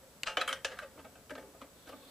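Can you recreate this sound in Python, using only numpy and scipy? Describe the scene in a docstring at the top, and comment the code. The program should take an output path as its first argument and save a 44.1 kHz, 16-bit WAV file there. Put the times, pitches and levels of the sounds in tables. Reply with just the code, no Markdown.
"""Close up, a small tool works a thin wire onto the screw terminals of a circuit board. The board rings
faintly at the start, and the wire flicks with two dry ticks. Then the tool knocks and scrapes, and each
contact excites the damped modes of board and housing in a small room. Fingers bump the board as they
change grip, and near the end skin brushes softly. A low rumble, hiss, hum and a faint whine lie under
it all."""
import sys
import numpy as np
from scipy import signal
from scipy.fft import rfft, irfft, next_fast_len
from scipy.io import wavfile
from scipy.ndimage import map_coordinates

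SR = 44100
rng = np.random.default_rng(int(sys.argv[2]) if len(sys.argv) > 2 else 0)


def wav_record(signal):
    """Record a signal, one row per channel, as 16-bit PCM in the file named by sys.argv[1]."""
    frames = np.transpose(np.atleast_2d(signal))
    bounded = np.clip(frames, -1, 1)
    # unit amplitude maps onto the largest positive 16-bit level
    quanta = np.round(bounded * 32767).astype(np.int16)
    wavfile.write(sys.argv[1], SR, quanta)


N = 92610

# spectrum of the board's dense, quickly damped modes (frequency [Hz], relative density [dB])
CLATTER_SPECTRUM = [(100, -10), (350, -7), (530, 5), (750, -3), (1000, -2), (1270, 4), (1650, 6.5),
                    (2100, 1.5), (2900, 2.5), (3700, 0), (5000, -6.5), (7500, -13), (11000, -16),
                    (15000, -27)]
# left-right coherence of scattered contact sound (frequency [Hz], coherence [1])
CONTACT_COHERENCE = [(50, 0.52), (500, 1), (2500, 0.91), (5000, 0.78), (9000, 0.19), (15000, 0.53)]
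# left-right coherence of room noise and skin friction (frequency [Hz], coherence [1])
AIR_COHERENCE = [(50, 0.91), (600, 0.9), (2000, 0.16), (5000, 0.22), (14000, 0.037)]
BASS_HZ, MID_HZ, TREBLE_FROM_HZ, TREBLE_HZ, SIZZLE_HZ = 650, 1250, 1700, 6440, 10100


def amp(db):
    """Amplitude ratio: tenfold for every 20 dB."""
    return 10 ** (np.asarray(db) / 20)


def along(points, hz):
    """Interpolation of (frequency [Hz], value) points on a logarithmic frequency axis."""
    freqs, values = np.transpose(points)
    return np.interp(np.log(hz + 1), np.log(freqs + 1), values)


def unit_energy(x):
    """Normalisation to a mean energy of 1 per channel."""
    return x / np.sqrt(np.mean(np.sum(x ** 2, axis=-1)) + 1e-20)


def filtered(x, response):
    """Linear filtering: the spectrum of x times a frequency response."""
    n = x.shape[-1]
    padded = 2 * next_fast_len(n)
    return irfft(rfft(x, padded) * response(np.fft.rfftfreq(padded, 1 / SR)), padded)[..., :n]


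def minimum_phase(db):
    """Causal response with these levels, obtained by folding the cepstrum."""
    cepstrum = irfft(np.log(amp(db)))
    half = len(cepstrum) // 2
    cepstrum[1:half] *= 2
    cepstrum[half + 1:] = 0
    return np.exp(rfft(cepstrum))


def noise(n, spectrum, coherence):
    """Coloured stereo noise of rms 1; the ratio of mid to side sets the coherence."""
    def response(hz):
        angle = np.arccos(np.clip(along(coherence, hz), -.999, .999)) / 2
        return amp(along(spectrum, hz)) * [np.cos(angle), np.sin(angle)]
    mid, side = filtered(rng.standard_normal((2, n)), response)
    return unit_energy(np.array([mid + side, mid - side])) * np.sqrt(n)


def decay(t, t60):
    """Exponential damping: 60 dB in t60 seconds."""
    return np.exp(-np.log(1000) * t / t60)


def pan(db):
    """Left and right gains for an interchannel level difference."""
    return amp(np.array([[.5], [-.5]]) * db)


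def add(out, time, db, sound):
    """Superposition; db is the level that a sound of unit energy would have if packed into 10 ms."""
    start = round(time * SR)
    out[:, start:start + sound.shape[1]] += amp(db) * np.sqrt(SR / 100) * sound[:, :N - start]


def tool_contacts():
    """Impact and sliding friction: a hard tool drives the board through the terminal."""
    # spectrum of a hard contact (frequency [Hz], gain [dB])
    hard = [(80, -6), (280, -15), (480, -1), (1400, -0.5), (3000, -5), (8000, 3.5), (15000, -12)]
    # impacts (time [s], level before colouring [dB], bass [dB], treble [dB], sizzle [dB],
    # resonances favoured by the spot struck [(frequency [Hz], lift [dB])])
    knocks = [(0.3698, -29.5, -0.5, -2.5, -22, [(525, 7), (2420, 9.5), (3030, 13.5), (3600, 4)]),
              (0.4121, -31.5, -1, -8, -5, [(2570, 14.5), (3300, 8), (3950, 12)]),
              (0.4127, -34, -10, -26, 3, [(1270, 6.5), (1600, 2.5)]), (0.4768, -33.5, -5, -5, 9, [(1840, 1),
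              (2230, 11), (3150, 18.5)]), (0.4890, -34.5, -13.5, -9, 9, [(1290, 5.5), (3130, 19.5)]),
              (0.5266, -35, 2.5, 0, 6, [(1850, 7), (3130, 13.5), (5700, 5)]),
              (0.6461, -36.5, 4.5, 8, -1, [(1660, 12), (2600, 10), (2870, 11)]),
              (0.6475, -40, 7, 1.5, 10, [(1660, 8), (2750, 6), (3120, 12)]),
              (0.7875, -38.5, -14, -9, -2, [(1190, 4), (1486, 6.5)]),
              (1.352, -47, 5.5, -3, -15, [(1300, 4.5), (1540, 6)])]
    # slides (peak time [s], rise [s], fall [s], level before colouring [dB], bass [dB], treble [dB],
    # sizzle [dB], favoured resonance [Hz], lift [dB])
    scrapes = [(.267, .012, 0.051, -32, 3.5, 0, -6.5, 2840, 13),
               (.405, 0.023, 0.035, -41.5, 7, 3.5, -17, 3310, 15.5),
               (0.505, 0.025, 0.029, -38, -7, -4, 4, 2153, 17),
               (.714, 0.025, 0.063, -40.5, 4.5, -6.5, -12, 1580, -2),
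               (.772, 0.013, 0.013, -51.5, 4.5, -8, -16, 3800, 2.7),
               (.83, 0.036, 0.01, -46, 9, -6, -3, 1166, 12), (.992, .02, 0.023, -51, 8.5, -8, -6, 550, -11)]
    out = np.zeros((2, N))
    for time, db, bass_db, treble_db, sizzle_db, spots in knocks:
        add(out, time, db, board_response(hard, bass_db, treble_db, sizzle_db, spots))
    for time, rise, fall, db, bass_db, treble_db, sizzle_db, spot_hz, spot_db in scrapes:
        response = board_response(hard, bass_db, treble_db, sizzle_db, [(spot_hz, spot_db)])
        add(out, time - rise, db, friction(response, rise, fall))
    return out


def board_response(contact, bass_db, treble_db, sizzle_db, spots):
    """Impulse response as a sum of damped modes, weighted by the kind and the point of contact."""
    # modes of board and housing (frequency [Hz], level [dB], t60 [s])
    modes = [(270, -17, 0.14), (536.7, -1.5, 0.26), (631, -5.5, 0.11), (699, -13.5, 0.36),
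             (721.6, -17, 0.27), (866, -10, 0.36), (1192.7, -1, 0.15), (1254, 13, 0.044), (1570, 3, 0.18),
             (1852, -10, 0.26), (2262, -8.5, 0.35), (2604, 6, 0.04), (3058, 5.5, 0.037)]
    # stereo balance of the board (frequency [Hz], left minus right [dB])
    balance = [(500, 1), (1500, 0), (3000, 1), (8000, 1.5), (15000, 1)]
    ring_db, room_db, mode_spread_db = -3, -5, 2.26
    ring_attack_s, clatter_attack_s = 0.00012, 0.00018
    spot_octaves, ripple_db, ripple_spacing_hz = 0.062, 3, 165.4
    bending_delay_s, bending_hz = 0.00304, 1317
    t = np.arange(SR // 2) / SR
    ring = np.zeros(len(t))
    for mode_hz, db, t60 in modes:
        strength = amp(db + mode_spread_db * rng.normal())
        ring += strength * np.sin(2 * np.pi * (mode_hz * t + rng.random())) * decay(t, t60)
    ring = unit_energy(ring * (1 - np.exp(-t / ring_attack_s)))
    onset = 1 - np.exp(-t / clatter_attack_s)
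    clatter = unit_energy(noise(len(t), CLATTER_SPECTRUM, CONTACT_COHERENCE) * onset * decay(t, t60=0.051))
    room = unit_energy(onset * reverberation(len(t)))
    tilt = [(BASS_HZ, bass_db), (MID_HZ, 0), (TREBLE_FROM_HZ, 0),
            (TREBLE_HZ, treble_db), (SIZZLE_HZ, sizzle_db)]
    knots = rng.standard_normal(size=512)

    def colour(hz):
        peaks = sum(lift_db / (1 + (np.log2((hz + 1) / spot_hz) / spot_octaves) ** 2)
                    for spot_hz, lift_db in spots)
        # many small upper resonances ripple the spectrum
        depth = ripple_db * np.minimum(hz / TREBLE_HZ, 1)
        ripple = depth * np.interp(hz / ripple_spacing_hz, np.arange(len(knots)), knots)
        # bending waves are dispersive: the lows arrive after the click
        dispersion = np.exp(-2j * np.pi * bending_delay_s * bending_hz * np.arctan(hz / bending_hz))
        levels = along(contact, hz) + along(tilt, hz) + peaks + ripple
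        return minimum_phase(levels) * dispersion * pan(along(balance, hz))
    return filtered(clatter + amp(ring_db) * ring + amp(room_db) * room, colour)


def friction(response, rise, fall, slips_per_s=4500, spread_db=2.5):
    """Stick-slip excitation: random impulses swell by 20 dB over the rise and sink 20 dB per fall."""
    t = np.arange(int((rise + 2 * fall) * SR)) / SR - rise
    slipping = rng.random(SR)[:len(t)] < slips_per_s / SR
    size = amp(spread_db * rng.standard_normal(SR)[:len(t)])
    sign = rng.choice([-1, 1], SR)[:len(t)]
    envelope = 10 ** np.minimum(t / rise, -t / fall)
    slips = slipping * sign * size * envelope
    energy = np.mean(np.sum(response ** 2, axis=1))
    return unit_energy(signal.fftconvolve(response, slips[None], axes=1)) * np.sqrt(energy)


def wire_ticks():
    """Free vibration: a flick excites the wire's heavily damped modes; nearby surfaces scatter it."""
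    # flicks of the wire (time [s], level [dB], treble [dB])
    ticks = [(0.2336, -34.5, 1), (0.2728, -38.5, -14)]
    # resonances of the wire (frequency [Hz], bandwidth [Hz], level [dB])
    modes = [(1550, 330, -4), (2830, 240, 6.5), (4620, 320, 0), (6680, 370, -4.5), (8300, 720, -11.5),
             (13000, 3600, -22)]
    scatter_db, tail_db = -3, -7
    out = np.zeros((2, N))
    t = np.arange(SR // 10) / SR

    def resonances(hz):
        return sum((-1) ** k * amp(db) * 1j * hz * width / (mode_hz ** 2 - hz ** 2 + 1j * hz * width)
                   for k, (mode_hz, width, db) in enumerate(modes))
    for time, db, treble_db in ticks:
        white = noise(len(t), [(1000, 0)], CONTACT_COHERENCE)
        scatter = unit_energy(white * decay(t, t60=0.0072))
        impulse = (t == 0) + amp(scatter_db) * scatter
        tilt = [(TREBLE_FROM_HZ, 0), (TREBLE_HZ, treble_db), (2 * TREBLE_HZ, 2 * treble_db)]
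        flick = unit_energy(filtered(impulse, lambda hz: resonances(hz) * minimum_phase(along(tilt, hz))))
        tail = unit_energy(noise(len(t), CLATTER_SPECTRUM, CONTACT_COHERENCE) * decay(t, t60=0.045))
        add(out, time, db, pan(db=4) * (flick + amp(tail_db) * tail))
    return out


def ring_and_bumps():
    """Low-mode resonance: the board rings faintly at the start; later, fingers bump it."""
    # spectrum of a soft excitation (frequency [Hz], gain [dB])
    soft = [(80, -9), (200, -4.5), (270, 16.5), (340, 5), (560, 3), (900, 2.5), (1230, -5.5), (1650, -9),
            (2800, -10.5), (5000, -16.5), (15000, -9)]
    # a faint 500-700 Hz ring in the first row, then bumps (peak time [s], rise [s],
    # level before colouring [dB], bass [dB], treble [dB], favoured resonance [Hz], lift [dB])
    swells = [(0.031, 0.028, -58.5, 8.5, -5, 608, 4), (0.371, 0.0019, -34.5, -2.5, 10.5, 740, 21.5),
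              (.385, 0.00092, -41.5, -3, -15, 711, 21), (0.493, 0.01078, -52.5, 10, -3, 254, 12.5),
              (.842, 0.0044, -44.5, -2.5, -8, 545, 7.5), (.953, 0.0033, -57.5, 4, -11, 563, 14),
              (.978, 0.015, -50, 2.5, -11, 270, 1), (1.048, 0.013, -44, -0.5, -6, 650, 10),
              (1.1544, .001, -49, -1, -13.5, 687, 12), (1.2951, .003, -46.5, -1, 4.5, 2600, 4),
              (1.305, .005, -38.5, -1, 2, 612.4, 17), (1.378, 0.0053, -43, -1.5, 5, 650, 8),
              (1.395, .012, -54.5, 4, 10.5, 470, 10), (1.426, 0.0089, -52, 4, 2, 402, 14.5),
              (1.47, 0.045, -60, 0, -10, 267, 14), (1.545, 0.004, -55.5, 4.5, -17, 1250, 8),
              (1.615, .009, -44, 0, 4.5, 950, 12), (1.644, .004, -56, 2.5, -5, 302, 6),
              (1.876, .02, -49, 3.5, 11.5, 1300, 2), (1.892, 0.0081, -43, -1, 5.5, 275, 8.5),
              (1.929, 0.025, -44.5, 2, -5, 271, 6.5), (2.031, 0.01, -57, 3.5, 4, 1124, 18.5)]
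    out = np.zeros((2, N))
    for time, rise, db, bass_db, treble_db, spot_hz, spot_db in swells:
        response = board_response(soft, bass_db, treble_db, treble_db, [(spot_hz, spot_db)])
        fall = 0.0009 + 0.91 * rise  # a slow swell also fades slowly
        add(out, time - rise, db, friction(response, rise, fall))
    return out


def skin_brush():
    """Friction noise: sliding skin gives a soft hiss that swells as the hand shifts."""
    # envelope of the brushing (time [s], level [dB])
    envelope = [(1.679, -103), (1.76, -67.5), (1.901, -63.5), (1.99, -63), (2.04, -61.5), (2.1, -57)]
    # spectrum of skin friction (frequency [Hz], relative density [dB])
    spectrum = [(500, -5), (3050, -14), (3550, 1.5), (3950, -7.5), (4300, -4), (5200, -24), (8500, -18),
                (15000, -15)]
    level_db = np.interp(np.arange(N) / SR, *np.transpose(envelope))
    return amp(level_db) * noise(N, spectrum, AIR_COHERENCE)


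def reverberation(n):
    """Diffuse field of the small room: noise in which each band decays at its own rate."""
    # reverberation times (frequency [Hz], t60 [s])
    times = [(200, 1), (600, 0.22), (1500, 0.28), (4000, 0.2), (12000, 0.2)]
    hz, age, bands = signal.stft(noise(n, CLATTER_SPECTRUM, CONTACT_COHERENCE), SR, nperseg=256)
    _, tail = signal.istft(bands * decay(age, along(times, hz)[:, None]), SR, nperseg=256)
    return tail[:, :n]


def background():
    """Stationary room rumble and hiss, with electrical tones under slow random phase modulation."""
    # spectrum of the room noise (frequency [Hz], relative density [dB])
    spectrum = [(20, -18), (40, -8), (72, 6), (100, -6.5), (150, -2.5), (235, -0.5), (330, -7), (520, -0.5),
                (780, -10), (1300, -10), (2000, -15), (5500, -16.5), (8000, -16.5), (15000, -18.5)]
    # mains hum and a faint whine (frequency [Hz], level [dB])
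    tones = [(59, -86), (120, -75.5), (7870, -77)]
    air_db, drift_rad, drift_steps_per_s = -58.5, 0.9, 10
    t = np.arange(N) / SR
    hum = np.zeros(N)
    for hz, db in tones:
        drift = drift_rad * map_coordinates(rng.standard_normal(size=32), [t * drift_steps_per_s])
        hum += amp(db) * np.sqrt(2) * np.sin(2 * np.pi * hz * t + drift)
    return pan(db=0.35) * (amp(air_db) * noise(N, spectrum, AIR_COHERENCE) + hum)


def scene():
    """Superposition: the pressures of all sources add at the microphone."""
    return wire_ticks() + tool_contacts() + skin_brush() + ring_and_bumps() + background()


def record(dry, cutoff_hz=15200):
    """Band limiting: an ideal low-pass filter removes everything above the cutoff."""
    return filtered(dry, lambda hz: hz < cutoff_hz)


dry = scene()
out = record(dry)
wav_record(out)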